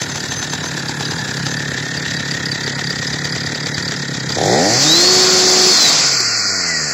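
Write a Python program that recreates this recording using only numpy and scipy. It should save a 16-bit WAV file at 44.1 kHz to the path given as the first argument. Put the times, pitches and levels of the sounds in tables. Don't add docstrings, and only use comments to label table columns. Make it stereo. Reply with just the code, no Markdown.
import sys
import numpy as np
from scipy import signal
from scipy.io import wavfile
from scipy.ndimage import uniform_filter1d

SR = 44100
rng = np.random.default_rng(int(sys.argv[2]) if len(sys.argv) > 2 else 0)


def transcribe(signal):
    frames = np.atleast_2d(signal).T
    limited = np.clip(frames, -1, 1)
    pcm = np.round(limited * 32767).astype(np.int16)
    wavfile.write(sys.argv[1], SR, pcm)


def boost_factor(decibels):
    exponent = np.asarray(decibels, float) / 20
    return 10 ** exponent


N = 305613

IDLE_TURNS_PER_S, FIRING_ANGLE = 35.3, .88
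THROTTLE_OPENS_S, THROTTLE_SHUTS_S = 4.355, 5.71

# time in seconds, peak in dB, hiss of escaping gas in dB.
FIRINGS = [(0.016, -16, -20.5), (0.097, -32, -31), (0.156, -25, -24), (0.238, -24, -24.5), (0.32, -24, -22),
           (0.426, -27, -22.5), (0.533, -19, -21.5), (0.639, -25, -23), (0.775, -25, -27),
           (0.893, -20, -25.5), (1.006, -19, -24), (1.117, -22, -26), (1.19, -30, -30), (1.289, -15, -28),
           (1.465, -24, -21.5), (1.603, -23, -32), (1.717, -26, -30), (1.78, -26, -30), (1.863, -26, -33),
           (1.949, -28, -32), (2.06, -25, -29), (2.204, -24, -30), (2.349, -19, -32), (2.556, -22, -29),
           (2.676, -19, -22.5), (2.791, -15, -22), (2.905, -14.5, -29), (3.026, -22, -23.5),
           (3.139, -21, -25), (3.251, -29, -24), (3.36, -15, -23), (3.472, -24, -31), (3.556, -23, -29),
           (3.667, -25, -21.5), (3.779, -18.5, -20), (3.919, -11, -22.5), (4.031, -17, -37),
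           (4.148, -26, -27), (4.302, -19, -25)]
# time in seconds, peak in dB, hiss of escaping gas in dB.
AFTERFIRES = [
    (5.929, -51, -67),
    (6.008, -22, -39),
    (6.202, -5, -13),
    (6.246, -22, -19),
    (6.487, -24, -30),
    (6.584, -16, -34),
    (6.744, -29, -34),
    (6.807, -10, -35),
]
# time in seconds, speed in turns per second.
REV_SPEED = [(4.3, 35.1), (4.38, 31.2), (4.42, 40.9), (4.5, 57.5), (4.56, 70), (4.64, 93.6), (4.74, 121.5),
             (4.86, 150.6), (4.94, 165.5), (5.0, 174.5), (5.1, 185), (5.72, 184.4), (5.8, 173),
             (5.92, 155.5), (6.17, 126), (6.45, 101), (6.69, 84.3), (6.93, 68.5)]
# time in seconds, peak in dB.
CLUTCH_KNOCKS = [(0.2024, -21), (0.794, -24), (0.8827, -14), (1.0515, -12), (1.1123, -18), (1.1613, -22),
                 (1.1912, -18), (1.2785, -23), (1.37, -17), (1.4611, -15.5), (1.568, -16), (1.942, -20),
                 (1.9733, -15.5), (2.1096, -18), (2.1415, -17), (2.1672, -16.5), (2.3117, -14.5),
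                 (2.3387, -21), (2.4558, -15), (2.4854, -19), (2.515, -10), (2.5471, -17), (2.634, -16),
                 (2.663, -15), (2.7195, -24), (2.749, -21), (2.7801, -22), (2.8404, -14), (2.8712, -13.5),
                 (2.9018, -9), (2.9572, -16), (3.016, -18), (3.069, -12), (3.1305, -12), (3.1846, -18),
                 (3.2445, -15), (3.292, -18), (3.3233, -14), (3.3513, -18), (3.3794, -16), (3.405, -14),
                 (3.4333, -18), (3.463, -16), (3.5475, -10), (3.601, -18), (3.6275, -17), (3.6601, -16),
                 (3.743, -13), (3.7719, -14), (3.825, -16), (3.849, -17), (3.878, -14.5), (3.911, -17),
                 (3.9629, -17), (4.0193, -18), (4.0796, -20), (4.2004, -13.5), (4.291, -13), (4.32, -11),
                 (4.347, -13)]
# time in seconds, level in dB.
SHOE_TICK = [(0, -23), (1.4, -21.5), (1.8, -23), (2.4, -22), (4.35, -22.5), (4.45, -60)]
# time in seconds, peak in dB.
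PISTON_SLAPS = [(0.1481, -19.5), (0.2334, -21), (0.2882, -21), (0.316, -15), (0.606, -26), (0.7721, -15),
                (0.8879, -22), (1.1957, -19), (1.2251, -16), (1.2535, -23.5), (1.3129, -18), (1.3992, -20),
                (1.5399, -20), (1.5688, -20), (1.5998, -16), (1.6561, -13), (1.713, -12), (1.7414, -14),
                (1.7735, -12.5), (1.8023, -18), (1.862, -13), (1.8901, -24), (1.9165, -14), (1.947, -21),
                (2.059, -12), (2.1169, -16), (2.146, -10), (2.171, -18), (2.2303, -15), (2.258, -13),
                (2.315, -18), (2.3445, -8), (2.374, -15), (2.4334, -15), (2.4628, -15), (2.4882, -13),
                (2.553, -16), (2.5805, -18), (2.6683, -16), (2.814, -14), (2.8464, -18), (2.8764, -20),
                (2.9064, -17), (3.021, -13), (3.05, -25), (3.2505, -16), (3.3516, -15), (3.3845, -22),
                (3.4685, -16), (3.542, -17), (3.7192, -25), (3.7459, -19), (3.7788, -21), (3.8048, -19),
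                (3.8492, -15), (3.918, -17), (4.0287, -16), (4.055, -14), (4.2078, -16), (4.348, -26)]
# start in seconds, length in seconds, level in dB, pitch in Hz.
PLATE_CHIRPS = [
    (0.009, 0.045, -21.5, 6210),
    (0.09, 0.11, -30, 6200),
    (0.294, 0.17, -26.5, 6210),
    (0.5, 0.054, -28, 6250),
    (0.63, 0.064, -28.5, 6230),
    (1.043, 0.11, -30.5, 6140),
    (1.456, 0.079, -29, 6270),
]
# pitch in Hz, width in Hz, level in dB, end in seconds.
THIN_PARTS = [(3905, 32, -43, 4.2)]

# frequency in Hz, level in dB per Hz.
IDLE_COLOUR = [(80, 9), (200, 2.5), (300, 4), (500, -0.5), (900, -2), (1150, -15.5), (1450, 1), (2100, -4),
               (2900, 3.5), (3900, 4.5), (4800, -5), (6000, 0), (7500, -2.5), (8200, -18)]
# frequency in Hz, level in dB per Hz.
CHAIN_COLOUR = [(47, -55), (80, -21.5), (173, -13.5), (314, -10), (367, -10), (420, -11), (734, -13),
                (808, -15.5), (1960, -15), (3050, -10.5), (4580, -6.5), (8000, -9), (10400, -51),
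                (17600, -120)]
# frequency in Hz, level in dB per Hz.
COAST_COLOUR = [(80, -16), (200, -6), (700, -5.5), (1000, -15), (1900, -10.5), (2600, -1.5), (3300, -17),
                (4000, -17), (4800, 1), (6000, -11), (8200, 0.5)]
# frequency in Hz, left-right difference in dB.
CHATTER_LEAN = [(60, 6), (150, 3), (380, 4), (950, 6.5), (2380, -1.5), (5980, -1), (15000, 29)]
# time in seconds, level in dB.
CHAIN_LEVEL = [
    (4.26, -37),
    (4.44, -29.5),
    (4.84, -14.5),
    (5.85, -14),
    (6.68, -17.5),
    (6.93, -19.5),
]
# time in seconds, share.
CHAIN_SHARE = [(4.45, 0), (4.85, 1), (5.95, 1), (6.25, 0)]
# time in seconds, share.
COAST_SHARE = [(5.95, 0), (6.25, 1)]
# time in seconds, 800-1300 Hz boost in dB.
OPEN_SIDE = [(0, 3.5), (1.2, 4.5), (1.6, 0.5)]

# pitch in Hz, width in Hz, level in dB, left-right difference in dB.
METAL = [(1440, 70, -8, 0), (4660, 120, -2, -3), (4940, 110, -3, -3), (5220, 110, -10, 3)]
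# pitch in Hz, width in Hz, level in dB, left-right difference in dB.
CRANKCASE = [(124, 51, 1.6, 3.2), (179.4, 36, 0, 0.98)]
# pitch in Hz, width in Hz, level in dB, left-right difference in dB.
TRANSFER_PORTS = [(270, 60, -3, 0.99), (424, 72, -7, 2.9), (508, 60, -10, 5.1), (950, 67, -21, 0.5)]
# pitch in Hz, width in Hz, level in dB, left-right difference in dB.
MUFFLER = [(290, 150, -10, 7), (430, 160, 3, 1), (610, 290, -14, -6), (940, 340, -24, -4)]
# pitch in Hz, width in Hz, level in dB, left-right difference in dB.
AIR_CLEANER = [(470, 210, -2.5, 5), (774, 95, -4, 1.1)]

# speed in turns per second, level in dB.
INTAKE_OPEN = [(31, -15.5), (66, -11), (110, -17), (137, -22), (165, -24), (185, -24)]
# speed in turns per second, orders 1, 2, 3, 4, 6 in dB.
ORDER_LEVELS = [(40, -70, -45, -30, -66, -40), (60, -60, -24, -23, -66, -22), (92, -36, -23, -25, -66, -28),
                (118, -26, -25, -23, -63, -32), (136, -25, -31, -28, -40, -40),
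                (148, -25, -26, -40, -33, -50), (166, -30, -23, -50, -40, -50),
                (183.9, -35, -22, -60, -45, -50)]
ORDER_SHUT_DB = [-11.5, -58, -34, -27, -29]
ORDER_LAG = [1.04, 1.9, 0.86, 4, 0.8]
# time in seconds, level in dB.
FAN_LEVEL = [(4.8, -52), (4.85, -23), (4.93, -6), (5.0, -11.5), (5.1, -8.5), (5.3, -15.5), (5.45, -21),
             (5.65, -11), (5.73, -10), (5.87, -9.5), (5.93, -25), (5.97, -50), (6.2, -50), (6.3, -23),
             (6.5, -37), (6.6, -36), (6.7, -18.5), (6.93, -35)]
# time in seconds, level in dB.
CHAIN_WHINE = [(4.95, -50), (5.1, -28), (5.5, -27), (5.6, -21), (5.76, -19), (5.85, -50)]
# time in seconds, change in dB.
PUMP_CHANGE = [(6.25, -7), (6.55, 2)]

# time in seconds, cover ring in Hz, cover ring in dB,
# left-right difference in dB, nearness in dB.
LISTENER = [(0, 1816, -31.5, -2, -6.5), (1.2, 1710, -28, -0.5, -0.2), (1.8, 1833, -26, -4, -0.9),
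            (3.4, 1874, -27, -4, -1), (4.4, 1853, -30, -2, 0), (4.55, 1890, -25, -3, -3),
            (5.6, 1847, -33, -1.5, 2), (6.2, 1930, -32, -7.5, 2), (6.93, 1842, -29, 2, -2.5)]
# time in seconds, share lost in the low, middle and high
SHARE_LOST = [(2.4, .1, 0, 0), (2.9, .55, 0, 0), (4.3, .6, .1, 0), (4.42, .8, .4, 0), (4.52, .95, .95, .3),
              (4.6, .6, .4, .5), (4.78, .5, .2, .6), (4.85, 0, 0, 0), (6.05, 0, 0, 0), (6.2, .2, .9, .8),
              (6.3, .5, .99, .97), (6.45, .95, .99, .99), (6.58, .95, .99, .99), (6.65, .2, .7, .99),
              (6.93, 0, .6, .97)]
OPPOSED_HZ = [2500, 2900, 3200, 4000]
# frequency in Hz, limit in dB.
WEAK_LIMIT = [(1900, -30), (2300, -4.5), (2800, -2.6), (3800, -2.2), (4300, -6), (5900, -2.8), (7600, -6),
              (8300, .3), (15000, .3)]
# time in seconds, change in dB.
RUMBLE_CHANGE = [(3.9, -5), (4.4, 8), (5.9, 2), (6.6, -8.0)]
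# shift in Hz, level in dB.
TREBLE_COPIES = [(4300, -17.0), (7600, -24), (9900, -27)]
# time in seconds, change in dB.
TREBLE_CHANGE = [(1.0, 6), (2.0, 2.5), (4.4, 0.5), (4.7, 1), (6.0, 2.5), (6.4, -3.5)]
# time in seconds, share gone.
TREBLE_GONE = [(5.9, 0), (6.15, .98)]


def rms_one(x):
    return x / np.sqrt(np.mean(x ** 2) + 1e-20)


def in_time(rows):
    s, *columns = np.transpose(rows)
    return [np.interp(np.arange(N) / SR, s, c) for c in columns]


def by_speed(rows, speed):
    turns_per_s, *columns = np.transpose(rows)
    return [np.interp(speed, turns_per_s, c) for c in columns]


def at_hz(rows, hz):
    table_hz, value = np.transpose(rows)
    return np.interp(np.log(hz), np.log(table_hz), value)


def sides(db):
    half = np.atleast_1d(db) / 2
    return boost_factor(np.array([half, -half]))


def lowcut(x, order, hz):
    return signal.sosfilt(signal.butter(order, hz, "high", fs=SR, output="sos"), x)


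def band(x, order, edges_hz):
    return signal.sosfilt(signal.butter(order, edges_hz, "band", fs=SR, output="sos"), x)


def ring(x, hz, width_hz):
    r = np.exp(-np.pi * width_hz / SR)
    if np.ndim(hz) == 0:
        w = 2 * np.pi * hz / SR
        return signal.lfilter([0, r * np.sin(w)], [1, -2 * r * np.cos(w), r * r], x + 1e-18)
    spin = np.exp(2j * np.pi * np.cumsum(hz) / SR)
    return (spin * signal.lfilter([1], [1, -r], x / spin + 1e-18)).imag


def body(x, modes):
    return sum((-1) ** k * boost_factor(db) * sides(lean_db) * ring(x, hz, width_hz)
               for k, (hz, width_hz, db, lean_db) in enumerate(modes))


def evened(x, window_s):
    power = uniform_filter1d(np.mean(x, 0) ** 2, int(window_s * SR))
    return x / np.sqrt(power + 1e-12)


def flicker(spread_db, block=1024):
    steps = boost_factor(spread_db * rng.standard_normal((2, N // block + 1)))
    return uniform_filter1d(np.repeat(steps, block, axis=1)[:, :N], size=block // 2)


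def pair():
    alike, delay = .051, 6
    left, other = rng.standard_normal((2, N))
    return np.array([left, alike * np.roll(left, delay) + np.sqrt(1 - alike ** 2) * other])


def later(x, left, right):
    return np.array([np.roll(x[0], left), np.roll(x[1], right)])


def per_turn(turns, spread_db):
    return boost_factor(spread_db * rng.standard_normal(600)[turns.astype(int)])


def pulses(turns, angle, spread_db):
    passing = np.diff(np.floor(turns - angle), prepend=0).clip(0, 1)
    return per_turn(turns, spread_db) * passing


def bursts(times, db, t60):
    clicks = np.zeros(N)
    clicks[(np.array(times) * SR).astype(int)] = boost_factor(db)
    rise = signal.lfilter([.02], [1, -.98], clicks / 0.051)
    return signal.lfilter([.02], [1, -boost_factor(-60 / (t60 * SR))], rise)


def shaking(turns, speed, angle, depth, spread_db):
    slow = np.clip(45 / speed, 0, 1) ** 5.4
    beat = np.exp(depth * slow * np.cos(2 * np.pi * (turns - angle)))
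    even_power = np.i0(2 * depth * slow) ** .5
    return beat / even_power * per_turn(turns - angle + 1.5, spread_db) ** slow


def crank():
    s, t = np.transpose(FIRINGS)[0], np.arange(N) / SR
    whole = np.cumsum(np.round(np.diff(s, prepend=s[0]) * IDLE_TURNS_PER_S))
    speed, = in_time(REV_SPEED)
    return FIRING_ANGLE + np.interp(t, s, whole) + np.cumsum(speed * (t > s[-1])) / SR, speed


def throttle():
    return in_time([(THROTTLE_OPENS_S, 0), (THROTTLE_OPENS_S + 0.013, 1),
                    (THROTTLE_SHUTS_S, 1), (THROTTLE_SHUTS_S + 0.068, 0)])[0]


def rumble():
    deep = band(pair() + rng.standard_normal(N), 2, [15, 60])
    return boost_factor(-59 + in_time(RUMBLE_CHANGE)[0]) * rms_one(deep)


def squeaks():
    shake, out = pair(), 0
    for s, length, db, hz in PLATE_CHIRPS:
        end = s + length
        present, = in_time([(s - .01, 0), (s + 0.013, 1), (end - .01, 1), (end + 0.0086, 0)])
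        out = out + boost_factor(db) * rms_one(ring(shake, hz, 26)) * present
    for hz, width_hz, db, until in THIN_PARTS:
        present, = in_time([(until, 1), (until + 0.2, .2)])
        out = out + boost_factor(db) * flicker(6.9, block=4096) * rms_one(ring(pair(), hz, width_hz)) * present
    return out


def pumping(turns, coasting):
    puff = ring(pulses(turns, .9, spread_db=1.0), 350, 700) * sides(1.5)
    return coasting * boost_factor(-33 + in_time(PUMP_CHANGE)[0]) * evened(puff, window_s=.1)


def exhaust_port(turns, speed, opened):
    best_speed, fade_db = 112, .17
    click = pulses(turns, .9, spread_db=1.0)
    port = ring(ring(click, 1450, 170), 1450, 170)
    port_db = -51 * opened - 36 * (1 - opened) - fade_db * abs(speed - best_speed)
    return boost_factor(port_db + 7) * evened(port * sides(-3.0), window_s=.1)


def engine_orders(turns, speed, opened):
    leans_db = [6.0, 10.0, 3.0, -16.0, 9.0]
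    levels_db = by_speed(ORDER_LEVELS, speed)
    out = 0
    for k, db, shut_db, lean_db, lag in zip([1, 2, 3, 4, 6], levels_db, ORDER_SHUT_DB, leans_db, ORDER_LAG):
        tone = np.sin(2 * np.pi * k * turns + [[0], [lag]])
        out = out + boost_factor(db + shut_db * (1 - opened) + 5.0) * sides(lean_db) * tone
    return out


def fan(turns, speed):
    lag = 1.2 + .6 * np.clip((speed - 172) / 12, 0, 1)
    flutter = uniform_filter1d(flicker(1.5, block=2048)[0], size=1500)
    tone = np.sin(2 * np.pi * 24 * turns + np.array([[0], [1]]) * lag)
    return flutter * boost_factor(in_time(FAN_LEVEL)[0]) * tone * sides(-4.0)


def chain_whine(turns):
    wander = np.cumsum(.05 * rng.standard_normal(N))
    return flicker(5, block=2048) * boost_factor(in_time(CHAIN_WHINE)[0]) * np.sin(2 * np.pi * 27 * turns + wander)


def clutch(turns):
    out = np.zeros((2, N))
    fade = np.arange(int(.03 * SR)) / SR
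    shape = np.exp(-fade / 0.0072) * (1 - np.exp(-fade / 0.00033))
    drum_hz = 4568 + 87 * rng.standard_normal(len(CLUTCH_KNOCKS))
    for (s, db), hz in zip(CLUTCH_KNOCKS, drum_hz):
        phase = rng.uniform(0, 5.9, (2, 3, 1))
        tones = np.sin(2 * np.pi * hz * np.outer([1, 1.035, 1.08], fade) + phase)
        out[:, int(s * SR):][:, :len(fade)] += boost_factor(db - 2.0) * tones.sum(1) * shape
    return out + boost_factor(in_time(SHOE_TICK)[0]) * body(pulses(turns, .62, spread_db=-0.5), METAL)


def cover(turns, speed):
    hz, ring_db, *_ = in_time(LISTENER)
    chatter = shaking(turns, speed, angle=.78, depth=.8, spread_db=1.5)
    knock = pair() * chatter + 1.4 * pulses(turns, 0.55, spread_db=4.0)
    ringing = evened(ring(ring(knock, hz, 220), hz, 380), window_s=0.018)
    ringing = boost_factor(ring_db - (speed < 45)) * sides(3.5) * ringing
    s, db = np.transpose(PISTON_SLAPS)
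    slaps = (.5 + .5 * pair()) * bursts(s, db - 18.5, t60=.012) * np.cos(2 * np.pi * np.cumsum(hz) / SR)
    return ring(ring(slaps, hz, 190), hz, 320) * boost_factor(-19.5) + ringing


def casing(turns, speed):
    level_db, = in_time(CHAIN_LEVEL)
    pan_db, open_db = in_time(LISTENER)[2], in_time(OPEN_SIDE)[0]
    chain, = in_time(CHAIN_SHARE)
    coast, = in_time(COAST_SHARE)
    gaining = np.clip(np.gradient(speed) * SR / 200, 0, 1)
    low_db = 1.44 - 1.5 * gaining - 2.5 * coast
    shut_db = -2.5 * (speed > 60) * (1 - throttle())
    calm_db = -6 * coast
    s, peak_db, hiss_db = np.transpose(FIRINGS + AFTERFIRES)
    blow = bursts(s, hiss_db + 5.0, t60=0.036) / boost_factor(level_db) * sides(-1.5)
    low = shaking(turns, speed, angle=.78, depth=.35, spread_db=1.0)
    high = shaking(turns, speed, angle=.68, depth=.5, spread_db=1.0)
    white, out = [pair(), pair()], 0
    edges = [70, 110, 155, *200 * 2 ** np.arange(0, 5.4, 1 / 3)]   # Hz, third octaves from 200
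    for k, (a, b) in enumerate(zip(edges, edges[1:])):
        hz = np.sqrt(a * b)
        idle, rush, free = (at_hz(t, hz) - at_hz(t, 4800) for t in (IDLE_COLOUR, CHAIN_COLOUR, COAST_COLOUR))
        colour = idle * (1 - chain - coast) + rush * chain + free * coast
        colour = colour + low_db * (hz < 2500) + shut_db * (hz < 700) + calm_db * (hz < 1000)
        colour = colour + open_db * (800 < hz < 1300)
        noise = band(white[k % 2][:1 if hz < 200 else 2], 2, [a, b])
        shake = (low if hz < 2500 else high) + blow
        out = out + boost_factor(colour) * shake * noise * sides(at_hz(CHATTER_LEAN, hz)) * flicker(1.5)
    rings = sum(boost_factor(db) * sides(lean_db) * ring(white[0] * high ** 2, hz, width_hz) * np.sqrt(width_hz / SR)
                for hz, width_hz, db, lean_db in METAL)
    out = boost_factor(level_db + 12.5) * sides(pan_db) * (out + 0.45 * rings)
    hollow = band(out, 1, [2450, 3500])
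    return out - (.4 + .1 * coast) * hollow - (.2 + .05 * coast) * hollow[::-1]


def exhaust():
    s, peak_db, hiss_db = np.transpose(FIRINGS + AFTERFIRES)
    after = s > THROTTLE_OPENS_S
    clicks = np.zeros(N)
    clicks[(s * SR).astype(int)] = -boost_factor(peak_db - 18 - 13.0 * after)
    hiss = 0.18 * bursts(s, peak_db - 7.3 * after, t60=0.082) * rng.standard_normal(N)
    stray = clicks * (1 - throttle()) * (np.arange(N) > THROTTLE_SHUTS_S * SR)
    return body(clicks + hiss, MUFFLER) + 0.9 * body(stray, CRANKCASE)


def intake(turns, intake_db):
    shut, puff = pulses(turns, .585, spread_db=1.0), pulses(turns, .17, spread_db=1.0)
    bark = body(shut, AIR_CLEANER) + 1.1 * sides(5.0) * ring(puff, 450, 450)
    return boost_factor(intake_db) * evened(band(bark, 4, [270, 1050]), window_s=0.064)


def charge_db(turns):
    spent_db, refill_turns = -6, 1.97
    s, peak_db = np.transpose(FIRINGS)[:2]
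    fired = turns[(s * SR).astype(int)]
    last = np.clip(np.searchsorted(fired, turns + .25) - 1, 0, None)
    strong = np.clip((peak_db[last] - peak_db.min()) / 6.2, 0, 1)
    since = np.clip(turns - fired[last], 0, None)
    return spent_db * strong * np.exp(-since ** 2 / refill_turns ** 2)


def crankcase(turns, thump_db):
    push = .8 * pulses(turns, .1, spread_db=1.2) - pulses(turns, .74, spread_db=1.2)
    push = boost_factor(charge_db(turns)) * push + .006 * rng.standard_normal(N)
    pop = pulses(turns, .93, spread_db=2.0)
    return boost_factor(thump_db) * evened(body(push, CRANKCASE) + body(pop, TRANSFER_PORTS), window_s=0.57)


def opposed(x):
    shared = signal.sosfiltfilt(signal.butter(7, OPPOSED_HZ[::3], "band", fs=SR, output="sos"), x.mean(0))
    below = [signal.sosfiltfilt(signal.butter(8, hz, fs=SR, output="sos"), shared) for hz in OPPOSED_HZ[1:3]]
    bands = np.diff([0 * shared, *below, shared], axis=0)
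    return x - np.sum(np.array(in_time(SHARE_LOST)) * bands, axis=0)


def scene():
    (turns, speed), opened = crank(), throttle()
    running = speed > 60
    coasting = running * (1 - opened)
    nearness_db = in_time(LISTENER)[3]
    thump_db = -25.5 + nearness_db - 3 * coasting - 1.6 * np.clip(speed - 76.6, 0, None)
    intake_db = (-61.5 - 11 * running) * (1 - opened) + by_speed(INTAKE_OPEN, speed)[0] * opened
    whines = chain_whine(turns) + fan(turns, speed) + engine_orders(turns, speed, opened)
    whines = whines + exhaust_port(turns, speed, opened)
    metal = squeaks() + clutch(turns) + cover(turns, speed) + casing(turns, speed)
    engine = pumping(turns, coasting) + later(exhaust(), 40, 0)
    engine = engine + later(intake(turns, intake_db), 0, 14) + crankcase(turns, thump_db)
    return opposed(whines + metal + engine)


def treble(main):
    blur = np.cumsum(.25 * rng.standard_normal(N))
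    copies = sum(boost_factor(db) * flicker(spread_db=1.5) * np.cos(2 * np.pi * hz * np.arange(N) / SR + blur)
                 for hz, db in TREBLE_COPIES)
    top = signal.sosfilt(signal.cheby2(12, 40, [8350, 16100], "band", fs=SR, output="sos"), main * copies)
    slow, fast = uniform_filter1d(abs(top), size=9000), uniform_filter1d(abs(top), size=600)
    top = top * np.sqrt(slow / (fast + 1e-9))
    gone, = in_time(TREBLE_GONE)
    top = (1 - gone) * top + gone * lowcut(top, 8, 10200)
    return top * boost_factor(in_time(TREBLE_CHANGE)[0])


def without_weak_patches(x):
    hz, s, z = signal.stft([x[0] + x[1], x[0] - x[1]], SR, "cosine", 2048)
    power = abs(z) ** 2
    patch = uniform_filter1d(uniform_filter1d(power, size=7, axis=1), size=2, axis=2)
    around = uniform_filter1d(np.log(patch + 1e-16), size=36, axis=1)
    around = np.exp(uniform_filter1d(around, size=7, axis=2))
    strong_patch = patch > around * boost_factor(2 * at_hz(WEAK_LIMIT, hz + 1))[:, None]
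    strong_line = (power > 1.5 * patch) | (hz < 8300)[:, None]
    both, apart = signal.istft(z * (strong_patch & strong_line), SR, "cosine", 2048)[1][:, :N] / 2
    return np.array([both + apart, both - apart])


def top_cut(x):
    return signal.sosfilt(signal.butter(12, 15600, fs=SR, output="sos"), x)


def record(dry):
    main = lowcut(dry, 4, 92)
    main = signal.sosfilt(signal.cheby2(12, 40, 8300, fs=SR, output="sos"), main)
    main = main + rumble()
    top = treble(main)
    main = 1.15 * np.tanh(main / 1.15)
    mix = np.clip(without_weak_patches(main + top), -1, 1)
    return top_cut(mix)


dry = scene()
out = record(dry)
transcribe(out)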